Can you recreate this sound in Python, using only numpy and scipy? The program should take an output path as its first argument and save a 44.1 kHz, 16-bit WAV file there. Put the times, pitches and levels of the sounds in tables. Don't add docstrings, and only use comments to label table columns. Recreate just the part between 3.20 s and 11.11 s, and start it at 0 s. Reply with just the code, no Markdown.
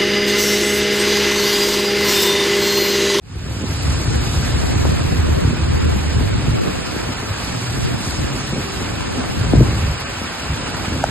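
import sys
import numpy as np
from scipy import signal
from scipy.fft import rfft, irfft, next_fast_len
from scipy.io import wavfile
from scipy.ndimage import uniform_filter1d

SR = 44100
rng = np.random.default_rng(int(sys.argv[2]) if len(sys.argv) > 2 else 0)


def gain_from_db(level_db):
    decades = np.asarray(level_db, float) / 20
    return 10 ** decades


def inscribe(sig):
    pcm = np.round(np.clip(np.atleast_2d(sig).T, -1, 1) * 32767)
    wavfile.write(sys.argv[1], SR, pcm.astype(np.int16))


N = 348698


def evened(x):
    return x / np.sqrt(np.mean(x ** 2) + 1e-20)


def wander(shape, spans):
    x = rng.standard_normal(shape)
    for axis, span in enumerate(spans):
        x = uniform_filter1d(x, size=span, axis=axis)
    return evened(x)


def along(rows):
    s, *columns = np.transpose(rows)
    return [np.interp(np.arange(N) / SR, s, c) for c in columns]


def swells(rows):
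    s, length, *columns = np.transpose(rows)
    t = np.arange(0, N + 64, 64) / SR
    bells = np.exp(-4 * np.log(2) * ((t[:, None] - s) / length) ** 2)
    return [np.interp(np.arange(N) / SR, t, bells @ c) for c in columns]


def coloured(x, points, smear_s=0, below_hz=300):
    size = next_fast_len(N + 8192)
    hz = np.fft.rfftfreq(size, 1 / SR)
    f, db = np.transpose(points)
    gain = gain_from_db(np.interp(np.log(hz + 1), np.log(f), db, -90, -90))
    late_turns = np.cumsum(smear_s / (1 + (hz / below_hz) ** 2)) * hz[1]
    spectrum = rfft(x, size) * gain * np.exp(-2j * np.pi * late_turns)
    return evened(irfft(spectrum, size)[..., :N])


def clicks(per_s, spread_db):
    size = gain_from_db(spread_db * np.minimum(rng.exponential(1, N), 5))
    sign = rng.choice([-1, 1], N)
    return evened(size * sign * (rng.random(N) < per_s / SR))


def add(mix, s, sound):
    part = mix[:, round(s * SR):][:, :sound.shape[1]]
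    part += sound[:, :part.shape[1]]


# f/Hz, level/dB per Hz
HISS = [(60, -10), (200, -1.5), (500, -2), (1200, -1.5), (1600, -2.5), (2050, -6), (2600, -3.5), (3300, -8),
        (5000, -7.5), (6200, -11.5), (9000, -14.5), (11000, -14), (11800, -16.5), (12100, -50)]
# f/Hz, likeness/0-1, left lead/rad, left minus right/dB
PORTS = [(300, 0.16, -0.5, 2.5), (700, 0.53, -0.5, -1.5), (1100, 0.59, -0.97, -1.5),
         (1600, 0.77, -0.02, -1), (2310, 0.47, 0.8, -1), (2760, 0.31, 3, -3), (3740, 0.4, 1.76, -2),
         (5070, 0.17, 2.5, 0), (5224, 1, 2.5, -7.5), (6073, .97, 4, 2.5), (7320, 0.86, 6, -4),
         (9247, 1, 8.5, 2.5), (10206, 1, 9.5, -4.5), (11720, 1, 11.5, 2.5)]
# t/s, length/s, fizz gain/dB, hiss gain/dB
SPRAYS = [(.7, 1.08, 4.5, -0.55), (1.45, 0.76, 2, 1), (2.2, 0.42, 0, 0.3), (2.8, 0.6, 1, .1),
          (3.7, 0.46, 0.5, 0.5), (4.2, 0.17, 1.5, 0.6), (4.5, 0.33, 3.5, -0.3), (4.9, 0.19, 4.5, -.3),
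          (5.25, .6, 2.5, -0.26), (6.4, 0.7, 1, -0.2), (6.85, 1.3, -0.8, 1), (7.6, 0.55, .1, .6)]


def rain(rain_db=-26.5, patchy_db=1.0, flicker_db=0.46, drops=0.42, fizz_hz=5500):
    spray_fizz_db, spray_hiss_db = swells(SPRAYS)
    near_drops = np.array([clicks(1500, 3.16), clicks(1500, 4.4)])
    source = rng.standard_normal((2, N)) + drops * near_drops
    hz, t, z = signal.stft(coloured(source, HISS), SR, nperseg=512, noverlap=384)

    patches = wander(z.shape[1:], [8, 12])
    flicker = wander([len(t)], [6])
    fizz_db = np.interp(t * SR, np.arange(N), spray_fizz_db)
    treble = np.clip(np.log2(hz / fizz_hz + 1e-9) + 1, 0, 1)
    tilt_db = np.outer(treble, fizz_db - np.median(fizz_db))

    f, *columns = np.transpose(PORTS)
    same, lead, balance_db = (np.interp(hz, f, c)[:, None] for c in columns)
    same = np.clip(same, 0, 1)
    left = z[0] * gain_from_db(balance_db / 2)
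    right = (same * z[0] + np.sqrt(1 - same ** 2) * z[1]) * np.exp(-1j * lead) / gain_from_db(balance_db / 2)
    pair = np.array([left, right]) * gain_from_db(patchy_db * patches + flicker_db * flicker + tilt_db)
    wash = signal.istft(pair, SR, nperseg=512, noverlap=384)[1][:, :N]
    return gain_from_db(rain_db + spray_hiss_db) * evened(wash)


def buffet(thump_db, flutter_db, thump, flutter, eddies, per_s):
    drive = (1 - eddies) * rng.standard_normal(N) + eddies * clicks(per_s, 3.58)
    low = coloured(drive, thump, smear_s=0.01174, below_hz=243)
    high = coloured(drive, flutter, smear_s=0.01206, below_hz=247)
    return gain_from_db(thump_db) * low + gain_from_db(flutter_db) * high


# t/s, thump level/dB
WIND = [(0, -16.5), (.5, -19), (1.4, -18.5), (2.0, -17), (3.36, -16.5), (3.42, -29), (4.2, -29), (4.6, -25),
        (5.4, -27), (6.1, -28.5), (6.23, -15.5), (6.33, -14), (6.385, -2.5), (6.48, -17), (6.6, -18),
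        (6.76, -29), (7.16, -34), (7.8, -25.5)]
# t/s, length/s, level/dB
GUSTS = [(.45, .04, -6), (.74, 0.049, 1.5), (.92, 0.17, 0), (1.35, .07, 1), (1.42, 0.067, -5),
         (1.52, 0.04, 3), (1.98, 0.041, 4.5), (2.05, .1, -2.5), (2.2, 0.021, -15), (2.27, 0.085, 5),
         (2.33, 0.086, -8), (2.44, 0.064, 3), (2.55, .04, 3), (2.6, .04, -7), (2.71, .03, -3),
         (2.77, 0.057, 1.5), (2.85, 0.083, -15), (2.96, 0.044, 4.5), (3.36, 0.033, 4), (3.5, 0.055, 6),
         (3.59, 0.063, 4.5), (3.65, .05, -6), (3.88, .08, 7), (4.12, .04, 10.5), (4.82, 0.058, -6),
         (5.04, 0.07, 4), (5.11, .06, -7), (5.5, 0.11, -5), (6.67, .1, 11), (7.31, 0.079, 16)]
# t/s, length/s, level/dB
FLAPS = [(.44, .1, 4), (1.44, 0.085, -4.5), (1.93, 0.047, 4), (2.2, 0.024, -9), (2.51, .07, -3.5),
         (2.61, 0.028, -8), (2.685, .04, 2.5), (2.72, .03, -9), (2.84, 0.073, -3), (3.02, 0.048, 4.5),
         (3.1, 0.095, -8), (3.47, .07, 11.5), (3.58, .06, 1.5), (3.65, 0.053, -3), (3.9, 0.032, 9),
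         (3.97, 0.11, -7), (4.12, 0.072, -10), (4.62, .06, -5), (5.37, 0.05, 6.5), (5.15, .3, 2),
         (5.75, .3, 1), (5.98, 0.063, 6.5), (6.27, 0.17, -3.5), (6.345, 0.035, 5), (6.41, 0.09, 5.5),
         (6.6, 0.24, 1.5), (6.9, 0.44, -4.5), (7.75, 0.24, 2.5)]
# f/Hz, level/dB per Hz
THUMP = [(18, -35), (45, -4.5), (74, 2.5), (110, 0), (165, -9), (230, -43.5), (300, -43)]
# f/Hz, level/dB per Hz
FLUTTER = [(110, -18.5), (170, -3.5), (250, -0.5), (360, -7), (500, -13.5), (800, -25), (1300, -39)]
# t/s, thump level/dB
CROSSWIND = [(0, -29), (.4, -34.5), (.75, -31), (1.4, -21.5), (1.75, -21.5), (2.3, -25), (2.7, -18),
             (3.0, -22.5), (3.45, -23), (3.62, -31.5), (4.1, -40), (5.5, -34.5), (5.95, -32.5),
             (6.3, -28.5), (6.55, -28.5), (6.76, -40), (6.87, -66), (7.4, -38)]
# t/s, length/s, thump gain/dB, flutter over that/dB
SWIRLS = [(.72, 0.14, 6, -4), (.97, 0.12, 5.5, 2), (1.16, 0.2, -5, -5), (1.73, .12, 3.5, -1.5),
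          (2.2, 0.19, 2.5, 5), (2.35, 0.15, -2.5, -3.5), (2.86, 0.16, -4, -3), (3.23, 0.13, -2, -8),
          (3.36, 0.13, 3.5, 1), (3.48, .12, -2, 6), (3.8, .25, 0.5, 8), (4.1, 0.11, 4, 3),
          (4.35, 0.13, 3, 8), (4.66, 0.2, 18, -2), (5.04, 0.16, 12, 1.5), (5.35, 0.092, 3, .5),
          (5.47, 0.11, -9, 11), (5.6, 0.1, 1, 3), (5.9, 0.38, 2, 7), (6.16, 0.076, 4, -2),
          (6.38, .14, 8.5, -1), (6.55, .1, -4, -4), (7.1, .13, 6, .5), (7.22, .12, -14, -6)]
# f/Hz, level/dB per Hz
CROSS_THUMP = [(18, -12), (60, -5), (120, 0.5), (220, -5), (320, -37), (450, -60)]
# f/Hz, level/dB per Hz
CROSS_FLUTTER = [(160, -39), (250, -2.5), (360, -3), (480, -5.5), (600, -9), (1100, -20), (1600, -38)]


def wind():
    (head_db,), (gust_db,), (flap_db,) = along(WIND), swells(GUSTS), swells(FLAPS)
    flutter_db = -27.5 + 0.4 * (head_db + 20) + flap_db
    common = buffet(head_db + gust_db, flutter_db, THUMP, FLUTTER, eddies=0.55, per_s=300)

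    (cross_db,), (swirl_db, swirl_flutter_db) = along(CROSSWIND), swells(SWIRLS)
    cross_db = cross_db + swirl_db
    cross_flutter_db = cross_db - 3.5 + swirl_flutter_db
    cross = buffet(cross_db, cross_flutter_db, CROSS_THUMP, CROSS_FLUTTER, eddies=0.51, per_s=300)
    return gain_from_db(-1.46) * common + np.outer([1, -1], gain_from_db(-0.32) * cross)


# t/s, peak level/dB, left minus right beyond a common 3.5 dB/dB
POPS = [(.436, -8.5, -8), (0.488, -20, 2), (2.667, -25, -1), (3.006, -11.5, 3.5), (3.76, -12.5, -3),
        (6.332, 2.5, 4), (6.35, -3.5, -1), (6.366, -14, 1), (6.396, -11, .5), (6.405, -1, 4),
        (6.426, -9, .5), (7.012, -14, 2)]
# t/s, peak level/dB, start f/Hz, end f/Hz, length/s
SHARP_POPS = [
    (1.6492, -8, 1600, 280, .011),
    (3.45, -25, 800, 250, 0.0075),
    (3.9, -13, 700, 200, 0.0127),
    (6.375, -1.5, 150, 75, 0.048),
    (6.412, -7, 200, 83.6, 0.041),
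    (5.971, -15, 300, 240, 0.042),
]


def pops():
    out = np.zeros((2, N))
    usual = [(s, db, 850, 160, .016, pan_db) for s, db, pan_db in POPS]
    sharp = [(*row, -.6) for row in SHARP_POPS]
    for s, db, start_hz, end_hz, length, pan_db in usual + sharp:
        u = np.arange(round(length * SR)) / (length * SR)
        turns = np.cumsum(end_hz + (start_hz - end_hz) * np.exp(-7 * u)) / SR
        chirp = np.sin(2 * np.pi * turns) * np.sin(np.pi * u ** .52)
        levels = gain_from_db([db - 4.0 + pan_db / 2, db - 7.5 - pan_db / 2])
        add(out, s + 0.00236, np.outer(levels, chirp))
    return out


# start t/s, end t/s, start f/Hz, end f/Hz, level/dB
HUMS = [
    (4.28, 4.82, 122, 130, -28.5),
    (4.9, 5.42, 135, 140, -30),
    (5.3, 5.63, 398, 400, -40),
    (0.46, 3.34, 72, 75, -26),
]


def hums():
    out = np.zeros((2, N))
    for start, end, start_hz, end_hz, db in HUMS:
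        count = round((end - start) * SR)
        drift, swell = (evened(uniform_filter1d(wander([N], [1500]), size=1500))[:count] for _ in "ab")
        hz = np.linspace(start_hz, end_hz, count) * (1 + 0.033 * drift)
        tone = np.sqrt(2) * np.sin(2 * np.pi * np.cumsum(hz) / SR) * signal.windows.tukey(count, .3)
        add(out, start, np.tile(gain_from_db(db + 3.3 * swell) * tone, (2, 1)))
    return out


# t/s, peak level/dB, start f/Hz, end f/Hz, length/s, tick level/dB
DROP = (7.8383, -2, 950, 660, .0062, -7)


def drop():
    s, db, start_hz, end_hz, length, tick_db = DROP
    out = np.zeros((2, N))
    t = np.arange(round(length * SR)) / SR
    turns = np.cumsum(end_hz + (start_hz - end_hz) * np.exp(-t / .002)) / SR
    ring = gain_from_db(db) * np.cos(2 * np.pi * turns + 4.6) * np.hanning(len(t))
    overtone = gain_from_db(db - 7) * np.sin(2 * np.pi * 1450 * t) * np.exp(-((t - .0026) / .001) ** 2)
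    since_tick = t - .0022
    tick = gain_from_db(tick_db) * np.sin(2 * np.pi * 7000 * since_tick) * np.exp(-(since_tick / .00009) ** 2)
    add(out, s, np.outer(gain_from_db([-1.5, 1.2]), ring + overtone) + tick)
    return out


def scene():
    return rain() + wind() + pops() + hums() + drop()


# f/Hz, level/dB
DROPOUT = [(100, -35), (450, -20.5), (800, -10.5), (1600, -7.5), (3000, -8.5), (4500, -5.5), (5700, -2.5),
           (7000, -3), (8500, -3), (10500, -0.5), (11300, 0), (12000, 5)]
RETURNS = [
    3.305,
    4.65,
    7.845,
]


def joint_stereo(x, leak_db=-70, return_db=-4, block_db=1.1, band_db=1.5):
    window = signal.windows.kaiser_bessel_derived(2048, 4 * np.pi)
    shift = 1024 - 154
    pair = np.pad(np.array([x[0] + x[1], x[0] - x[1]]) / 2, ((0, 0), (shift, 2048)))
    hz, t, z = signal.stft(pair, SR, window, nperseg=2048, noverlap=1024)
    power = uniform_filter1d(abs(z) ** 2, size=4, axis=1)
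    louder = uniform_filter1d(power.max(0), size=48, axis=0)

    f, db = np.transpose(DROPOUT)
    threshold_db = np.interp(np.log(hz + 1), np.log(f), db)[:, None]
    threshold_db = threshold_db + block_db * wander([len(t)], [2]) + band_db * wander(louder.shape, [14, 2])
    kept = power > louder * gain_from_db(2 * threshold_db)
    kept &= hz[:, None] < 11950
    reserve = wander([len(t)], [3])
    kept &= ~np.outer(hz > 10500, reserve < -1.3)

    sudden = np.min(abs(t[:, None] - shift / SR - RETURNS), 1) < 512 / SR
    z = z * np.where(kept, 1, gain_from_db(np.where(sudden, return_db, leak_db)))
    total, difference = signal.istft(z, SR, window, nperseg=2048, noverlap=1024)[1][:, shift:shift + N]
    return np.array([total + difference, total - difference])


def band_limit(x):
    return signal.sosfilt(signal.butter(12, 13420, fs=SR, output="sos"), x)


def record(dry):
    fade_s, ceiling = 0.7, 1.05
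    faded = dry * np.clip(np.arange(N) / SR / fade_s + 0.0044, 0, 1) ** 0.98
    limited = np.tanh(faded / ceiling) * ceiling
    return band_limit(joint_stereo(limited))


dry = scene()
out = record(dry)
inscribe(out)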